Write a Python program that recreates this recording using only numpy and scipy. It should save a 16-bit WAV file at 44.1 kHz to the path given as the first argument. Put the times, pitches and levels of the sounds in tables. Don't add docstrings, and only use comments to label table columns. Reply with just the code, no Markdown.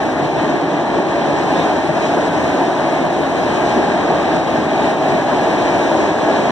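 import sys
import numpy as np
from scipy import signal
from scipy.fft import rfft, irfft
from scipy.io import wavfile
from scipy.ndimage import uniform_filter1d, minimum_filter1d

SR = 44100
rng = np.random.default_rng(int(sys.argv[2]) if len(sys.argv) > 2 else 0)


def file_out(sig):
    cols = np.atleast_2d(sig).T
    lim = np.clip(cols, -1, 1)
    pcm = np.round(lim * 32767).astype(np.int16)
    wavfile.write(sys.argv[1], SR, pcm)


N = 287091

# freq_hz, likeness_0_to_1
PORT_LIKENESS = [(30, .58), (70, 0.7), (150, 0.88), (300, 0.9), (430, 0.76), (520, 0.63), (650, 0.9),
                 (1000, 0.77), (1400, 0.3), (1700, 0.28), (3000, 0.08), (15000, 0)]


def from_db(db):
    return 10 ** (np.asarray(db) / 20)


def rms_one(x):
    return x / np.sqrt(np.mean(x ** 2) + 1e-20)


def in_time(rows):
    time_s, *columns = np.transpose(rows)
    return [np.interp(np.arange(N) / SR, time_s, column) for column in columns]


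def bins():
    return np.maximum(np.arange(N // 2 + 1) * SR / N, 1)


def at_hz(points, hz):
    freq_hz, value = np.transpose(points)
    return np.interp(np.log(hz), np.log(freq_hz), value)


def likeness(hz):
    return np.clip(at_hz(PORT_LIKENESS, hz), 0, .98)


def drift(rate_hz):
    step, settle = 40, 2000
    pole = np.exp(-2 * np.pi * rate_hz * step / SR)
    noise = rng.standard_normal(N // step + settle + 2)
    slow = signal.lfilter([1], [1, -2 * pole, pole ** 2], noise)[settle:]
    return np.interp(np.arange(N) / step, np.arange(len(slow)), rms_one(slow))


def swells(times_s, heights, sigma_s):
    t = np.arange(N) / SR
    rows = np.broadcast(times_s, heights, sigma_s)
    return sum(height * np.exp(-((t - s) / sigma) ** 2 / 2) for s, height, sigma in rows)


def ring(clicks, hz, t60_s):
    pole = from_db(-60 / (t60_s * SR))
    turn = 2 * np.pi * hz / SR
    return signal.lfilter([.5, 0, -.5], [1, -2 * pole * np.cos(turn), pole ** 2], clicks + 1e-18)


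def at_ports(gain):
    # freq_hz, difference_db
    facing_db = [(30, 1), (150, 0.5), (300, 1), (480, 1), (650, 0), (1800, 6.5), (3000, -1.5), (4200, 5.5),
                 (8500, 6), (13000, 0)]
    hz = bins()
    alike = likeness(hz)
    common, apart = rng.standard_normal((2, len(hz))) + 1j * rng.standard_normal((2, len(hz)))
    sides = np.array([[1], [-1]])
    ports = np.sqrt(1 + alike) * common + np.sqrt(1 - alike) * apart * sides
    facing = from_db(sides * at_hz(facing_db, hz) / 2)
    return rms_one(irfft(gain * ports * facing / np.hypot(*facing), N))


def shaken(spectrum, steadiness, span_s):
    hz = bins()
    inside = (hz >= spectrum[0][0]) & (hz <= spectrum[-1][0])
    noise = at_ports(from_db(at_hz(spectrum, hz)) * inside)
    power = uniform_filter1d(noise.mean(axis=0) ** 2, max(int(span_s * SR), 2))
    return rms_one(noise / (power + 1e-9) ** (steadiness / 2))


def driven(drive, course_db, lull_db, flutter_hz):
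    level_db, follows, dips, flutter_db = drive
    return from_db(level_db + follows * course_db - dips * lull_db + flutter_db * drift(flutter_hz))


def truss(x, ripple_db, width_hz, hold_s):
    size = 4096
    overlap = size * 3 // 4
    hz, t, frames = signal.stft(x, SR, nperseg=size, noverlap=overlap)
    ripple = rng.standard_normal(frames.shape[1:])
    for _ in range(2):
        ripple = uniform_filter1d(ripple, max(round(width_hz / hz[1]), 1), axis=0)
        ripple = uniform_filter1d(ripple, max(round(hold_s / t[1]), 1), axis=1)
    ripple = ripple - uniform_filter1d(ripple, size=13, axis=0)
    gain = rms_one(from_db(ripple_db * rms_one(ripple)))
    return signal.istft(frames * gain, SR, nperseg=size, noverlap=overlap)[1][:, :N]


def accents(level_db, scatter_db, burst_db, burst_t60_s, cutoff_hz):
    # time_s, relative_peak_db
    moments = [(0.982, 0), (1.892, 2), (5.009, -2.5), (5.329, 3), (5.916, 2), (5.984, -1)]
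    # freq_hz, relative_level_db, t60_s
    resonances = [(244, -10, 0.1), (321, -12, 0.2), (343.5, -2, 0.13), (620, -1, 0.093), (667, -9.5, 0.22),
                  (779, -5, 0.16), (873, -8, 0.074), (1200, -28, 0.083), (1640, -22, 0.051),
                  (3100, -28, .05)]
    time_s, peak_db = np.transpose(moments)
    out = np.zeros((2, N))
    for hz, mode_db, t60_s in resonances:
        strength_db = peak_db + mode_db + level_db + scatter_db * rng.standard_normal(len(time_s))
        clicks = np.zeros(N)
        clicks[(time_s * SR).astype(int)] = from_db(strength_db)
        out += ring(clicks, hz, t60_s) * rng.choice([-1, 1])
    t = np.arange(SR // 4) / SR
    burst = from_db(burst_db - 60 * t / burst_t60_s) * rng.standard_normal((2, len(t)))
    burst[:, 0] = 1
    blunt = signal.butter(2, cutoff_hz, fs=SR, output="sos")
    return signal.sosfilt(blunt, signal.fftconvolve(out, burst, axes=1)[:, :N])


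def singing():
    # loudest_s, sigma_s, freq_hz, level_db (rms before the swell), width_hz
    notes = [(.07, .04, 13000, -76, 60), (.19, .05, 8634, -66, 60), (.38, .06, 7990, -66, 60),
             (0.424, .08, 150, -29.5, 18), (0.032, .04, 322, -27, 24), (.6, .15, 316, -23, 58),
             (1.0, 0.054, 3369, -47, 35), (1.0, .06, 642, -29.5, 30), (1.45, 0.28, 1760, -41, 27),
             (1.53, 0.066, 3530, -43, 55), (1.55, 0.17, 1004, -33, 23), (1.62, 0.03, 3730, -35.5, 220),
             (1.62, .1, 13000, -79, 70), (2.09, .05, 3250, -44, 300), (2.15, .1, 8500, -62, 300),
             (2.295, 0.17, 295.3, -27, 41), (2.35, .17, 2150, -42, 55), (2.45, 0.32, 1524, -37, 60),
             (2.65, .25, 11820, -72, 60), (2.97, 0.06, 2150, -36, 55), (2.7, 1.8, 8660, -59, 110),
             (3.6, 1.1, 3772, -49, 40), (3.17, .08, 627, -26.5, 40), (3.44, .04, 613, -23, 30),
             (3.58, .025, 2400, -35.5, 300), (3.66, 0.11, 687, -23.5, 18), (3.65, 0.28, 1600, -34, 50),
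             (3.848, 0.22, 378.7, -29.5, 38), (3.92, .025, 1644, -28, 200), (4.3, 0.074, 289.3, -28, 27),
             (4.45, 0.23, 1545, -37.5, 60), (4.54, .1, 2120, -41, 35), (4.56, .06, 13000, -75, 60),
             (4.77, 0.1, 3790, -46, 70), (4.82, .08, 2368, -39.5, 50), (5.25, 0.28, 1678, -38, 18),
             (5.15, .13, 12600, -66, 1000), (5.248, 0.18, 650, -24.5, 20), (5.69, .08, 2357, -36.5, 40),
             (5.67, .1, 12998, -72, 20), (3.3, 1.5, 12995, -81, 14), (6.05, 0.33, 384.3, -28.5, 55),
             (6.0, 0.09, 738, -29, 25), (6.2, 0.3, 1662, -37, 24), (5.7, .8, 7925, -68, 50),
             (6.08, .025, 3400, -39, 500), (6.49, 0.06, 3260, -41, 54)]
    step = 16
    t, out = np.arange(N) / SR, np.zeros((2, N))
    for loudest_s, sigma_s, hz, level_db, width_hz in notes:
        near = np.abs(t - loudest_s) < 3 * sigma_s
        narrow = signal.butter(2, width_hz / 2, fs=SR / step, output="sos")
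        slow = signal.sosfilt(narrow, rng.standard_normal((2, 2, len(t[::step]))))
        common, apart = (np.interp(t[near], t[::step], real + 1j * imag) for real, imag in slow)
        alike = likeness(hz)
        waver = np.sqrt(1 + alike) * common + np.sqrt(1 - alike) * apart * [[1], [-1]]
        tone = (waver * np.exp(2j * np.pi * hz * t[near])).real
        swell = from_db(level_db) * np.exp(-((t[near] - loudest_s) / sigma_s) ** 2 / 2)
        out[:, near] += swell * rms_one(tone)
    return out


def wheels(ring_db, hiss_db, lull_db):
    # freq_hz, relative_db_per_hz
    disc_spectrum = [(1700, -30), (2100, -1.5), (2360, 2.5), (2600, -2.5), (2850, -6), (3150, -3.5),
                     (3450, -8.5), (3800, -6), (4400, -9.5), (5400, -35.5)]
    tread_spectrum = [(3900, -12), (4700, -3.5), (5400, 1.5), (6000, -1.5), (6600, 0), (7600, -6),
                      (8650, -11.5), (9600, -37)]
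    flange_spectrum = [(7000, -22), (8300, 0), (8900, -2.5), (9800, 2.5), (10800, -2), (11800, -7),
                       (12500, -6), (13600, -8), (14400, -13), (15000, -8), (15750, -15)]
    # level_db, share_of_course, share_of_dip, flutter_db
    tread_drive = (-41, 0.97, 0.95, 0.58)
    # time_s, level_db
    tread_course = [(0, -44), (0.3, -43.5), (0.45, -42.5), (0.7, -45.0), (1.05, -44.4), (1.35, -42.5),
                    (1.6, -41), (1.75, -41.6), (1.88, -44), (2.05, -40.5), (2.4, -41.5), (2.8, -42),
                    (3.25, -43), (3.7, -40), (4.05, -42.7), (4.3, -41.5), (4.5, -43.5), (4.85, -41.2),
                    (5.2, -42), (5.5, -41), (6.0, -39.6), (6.51, -41)]

    disc_gain = from_db(ring_db + 0.27 - 1.1 * lull_db)
    discs = disc_gain * shaken(disc_spectrum, steadiness=0.49, span_s=0.13)

    tread_db, = in_time(tread_course)
    tread_gain = driven(tread_drive, tread_db - tread_db.mean(), lull_db, flutter_hz=20)
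    treads = tread_gain * shaken(tread_spectrum, steadiness=.4, span_s=.1)

    flange_gain = from_db(hiss_db - 7.5 - .9 * lull_db + .7 * drift(14))
    flanges = flange_gain * shaken(flange_spectrum, steadiness=.4, span_s=.1)
    return from_db(0.5 * drift(13)) * (discs + treads + flanges)


def rail_head(rolling_db, lull_db):
    # freq_hz, relative_db_per_hz
    head_spectrum = [(1150, -21), (1400, -7), (1550, -2), (1680, -0.2), (1850, -2.5), (2000, -7.5),
                     (2500, -34)]
    # level_db, share_of_rolling_swing, share_of_dip, flutter_db
    head_drive = (-29, 0.46, 1.4, 1.13)
    gain = driven(head_drive, rolling_db, lull_db, flutter_hz=22)
    return gain * shaken(head_spectrum, steadiness=0.85, span_s=0.093)


def bridge(rolling_db, deck_db, girder_db, rail_db, lull_db):
    # freq_hz, relative_db_per_hz
    span_spectrum = [(15, -18), (25, -22), (33, -20.5), (50, -12), (64, -2.5), (72, -6), (81, -0.5),
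                     (100, -2), (130, -25)]
    deck_spectrum = [(85, -30), (105, -12), (125, -5.5), (152, 0.5), (185, -1), (260, -42)]
    girder_spectrum = [(145, -24.5), (205, -6), (240, -3.5), (295, 0), (335, 0), (380, -2), (440, -4.5),
                       (490, -6), (640, -21.5)]
    rail_spectrum = [(400, -28.5), (530, -7), (590, -1.5), (650, -0.5), (760, -2), (880, -4.5),
                     (1000, -8.5), (1200, -13), (1400, -20), (1600, -32)]
    # level_db, share_of_course, share_of_dip, flutter_db
    span_drive = (-41, 1, 1, .5)
    deck_drive = (-32.5, 0, 0, 0.85)
    girder_drive = (-20, 0.67, 1.1, 0.45)
    rail_drive = (-17.5, 0.9, 1, .5)
    # time_s, level_db
    drone_course = [(0, -42.6), (0.2, -37.5), (0.8, -43), (1.2, -40.6), (1.6, -38), (2.1, -41),
                    (2.4, -36.5), (2.7, -43), (3.0, -40), (3.35, -40), (3.8, -37), (4.2, -38), (4.7, -39.2),
                    (5.3, -40.6), (5.7, -38.6), (6.1, -38.5), (6.51, -41)]

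    drone_db, = in_time(drone_course)
    span_gain = driven(span_drive, drone_db - drone_db.mean(), lull_db, flutter_hz=3)
    span = span_gain * shaken(span_spectrum, steadiness=0.5, span_s=0.29)

    deck_gain = driven(deck_drive, rolling_db, lull_db, flutter_hz=8.3)
    deck = deck_gain * shaken(deck_spectrum, steadiness=0.38, span_s=0.059)

    girder_gain = driven(girder_drive, rolling_db, lull_db, flutter_hz=25)
    girders = girder_gain * shaken(girder_spectrum, steadiness=0.49, span_s=0.098)

    rail_gain = driven(rail_drive, rolling_db, lull_db, flutter_hz=25)
    rails = rail_gain * shaken(rail_spectrum, steadiness=0.4, span_s=0.073)
    return span + from_db(deck_db) * deck + from_db(girder_db) * girders + from_db(rail_db) * rails


def scene():
    # time_s, wheel_ring_db, flange_hiss_db (both before the trims in wheels)
    passing_wheels = [(0, -33, -50.5), (.2, -32.5, -50), (.45, -31, -51), (.65, -32.5, -54),
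                      (1.05, -31.5, -53), (1.45, -31.5, -50.5), (1.62, -29, -48), (1.75, -31, -50),
                      (1.9, -32.5, -50.5), (2.04, -30.5, -47.5), (2.42, -31.5, -48), (2.72, -30.5, -49),
                      (2.93, -31, -49), (3.2, -32, -49), (3.6, -30, -47.5), (4.0, -30.5, -51.5),
                      (4.3, -30, -49.5), (4.55, -31.5, -50), (4.83, -30, -49), (5.1, -30.5, -49),
                      (5.4, -30, -48.5), (5.95, -30, -48), (6.51, -29.5, -50)]
    # time_s, deck_db, girder_db, rail_db
    level_swells = [(.243, 6, 3, 0), (.38, 2, 0.5, 1.5), (.476, 4.5, 1, -1.5), (.55, 1, 2.5, -0.5),
                    (.998, 1, 5, -0.5), (1.298, 4, 3, 1.5), (1.587, 5.5, 1, -1.5), (1.901, 8.5, -1, -4),
                    (2.175, 0, 2, 2), (2.45, 2, 0.5, 0.5), (2.62, 1.5, 1.5, 1.5), (2.86, 1, -2.5, 1.2),
                    (3.06, 4.5, 2, 2), (3.19, -1, 2.5, -1), (3.647, 3, 0.5, 0), (3.78, -7, 5, 0),
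                    (4.112, 4, 2, 2), (4.36, 2, 2.5, 1.5), (4.6, 7, 3, -1), (4.828, -0.5, 1, 0.5),
                    (5.135, 9, 1.5, 1), (5.334, 4, -2, -0.5), (5.918, 2, -1, .5), (6.284, -8, 2.5, 1)]
    # time_s, depth_db (negative lifts), sigma_s
    lulls = [(0.138, .8, .03), (.31, 1.7, .025), (0.643, 1.3, 0.041), (.85, 1, .027), (1.04, 2, 0.022),
             (1.916, 1.1, .03), (2.302, 1.5, 0.02), (2.738, 1.5, 0.027), (3.124, 1, .03), (3.32, 1.3, .022),
             (4.432, 2, .028), (4.56, -0.6, .02), (4.678, 1.5, 0.025), (4.985, 2.5, 0.028),
             (5.24, 2, 0.028), (6.154, 2, .036)]

    ring_db, hiss_db = in_time(passing_wheels)
    rolling_db = ring_db - ring_db.mean()
    swell_s, *heights_db = np.transpose(level_swells)
    deck_db, girder_db, rail_db = (swells(swell_s, heights, sigma_s=0.018) for heights in heights_db)
    lull_db = swells(*np.transpose(lulls))

    accent = accents(level_db=-14.5, scatter_db=2.5, burst_db=-29.0, burst_t60_s=.09, cutoff_hz=2200)
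    wheel_noise = wheels(ring_db, hiss_db, lull_db)
    scrape = truss(wheel_noise, ripple_db=1.03, width_hz=55, hold_s=0.16)
    steel = rail_head(rolling_db, lull_db) + bridge(rolling_db, deck_db, girder_db, rail_db, lull_db)
    roar = truss(steel, ripple_db=0.6, width_hz=32, hold_s=0.33)
    return accent + singing() + scrape + roar


def limiter(x, ceiling, hold_s):
    size = int(hold_s * SR)
    gain = ceiling / np.maximum(np.abs(x).max(axis=0), ceiling)
    return x * uniform_filter1d(minimum_filter1d(gain, size), size)


def record(dry):
    # freq_hz, share_0_to_1
    crossfeed = [(400, 0.1), (520, 0.46), (650, 0.53), (1100, 0.8), (2300, 0.76), (3400, 0.88), (4400, 1),
                 (11500, 1), (14000, .75)]
    port_lag_s, cutoff_hz, fade_s = .000433, 15750, .003
    from_edge = np.minimum(np.arange(N), np.arange(N)[::-1])
    fade = np.minimum(from_edge / (fade_s * SR), 1)
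    hz, ports = bins(), rfft(dry * fade)
    feed = np.clip(at_hz(crossfeed, hz), 0, 1) * np.exp(-2j * np.pi * hz * port_lag_s)
    colour = np.sqrt(1 + np.abs(feed) ** 2 - 2 * likeness(hz) * feed.real)
    wide = irfft((ports - feed * ports[::-1]) / colour, N)
    held = limiter(wide, ceiling=.88, hold_s=.012)
    top_cut = 1 / (1 + (hz / cutoff_hz) ** 400)
    return irfft(rfft(held) * top_cut, N)


dry = scene()
out = record(dry)
file_out(out)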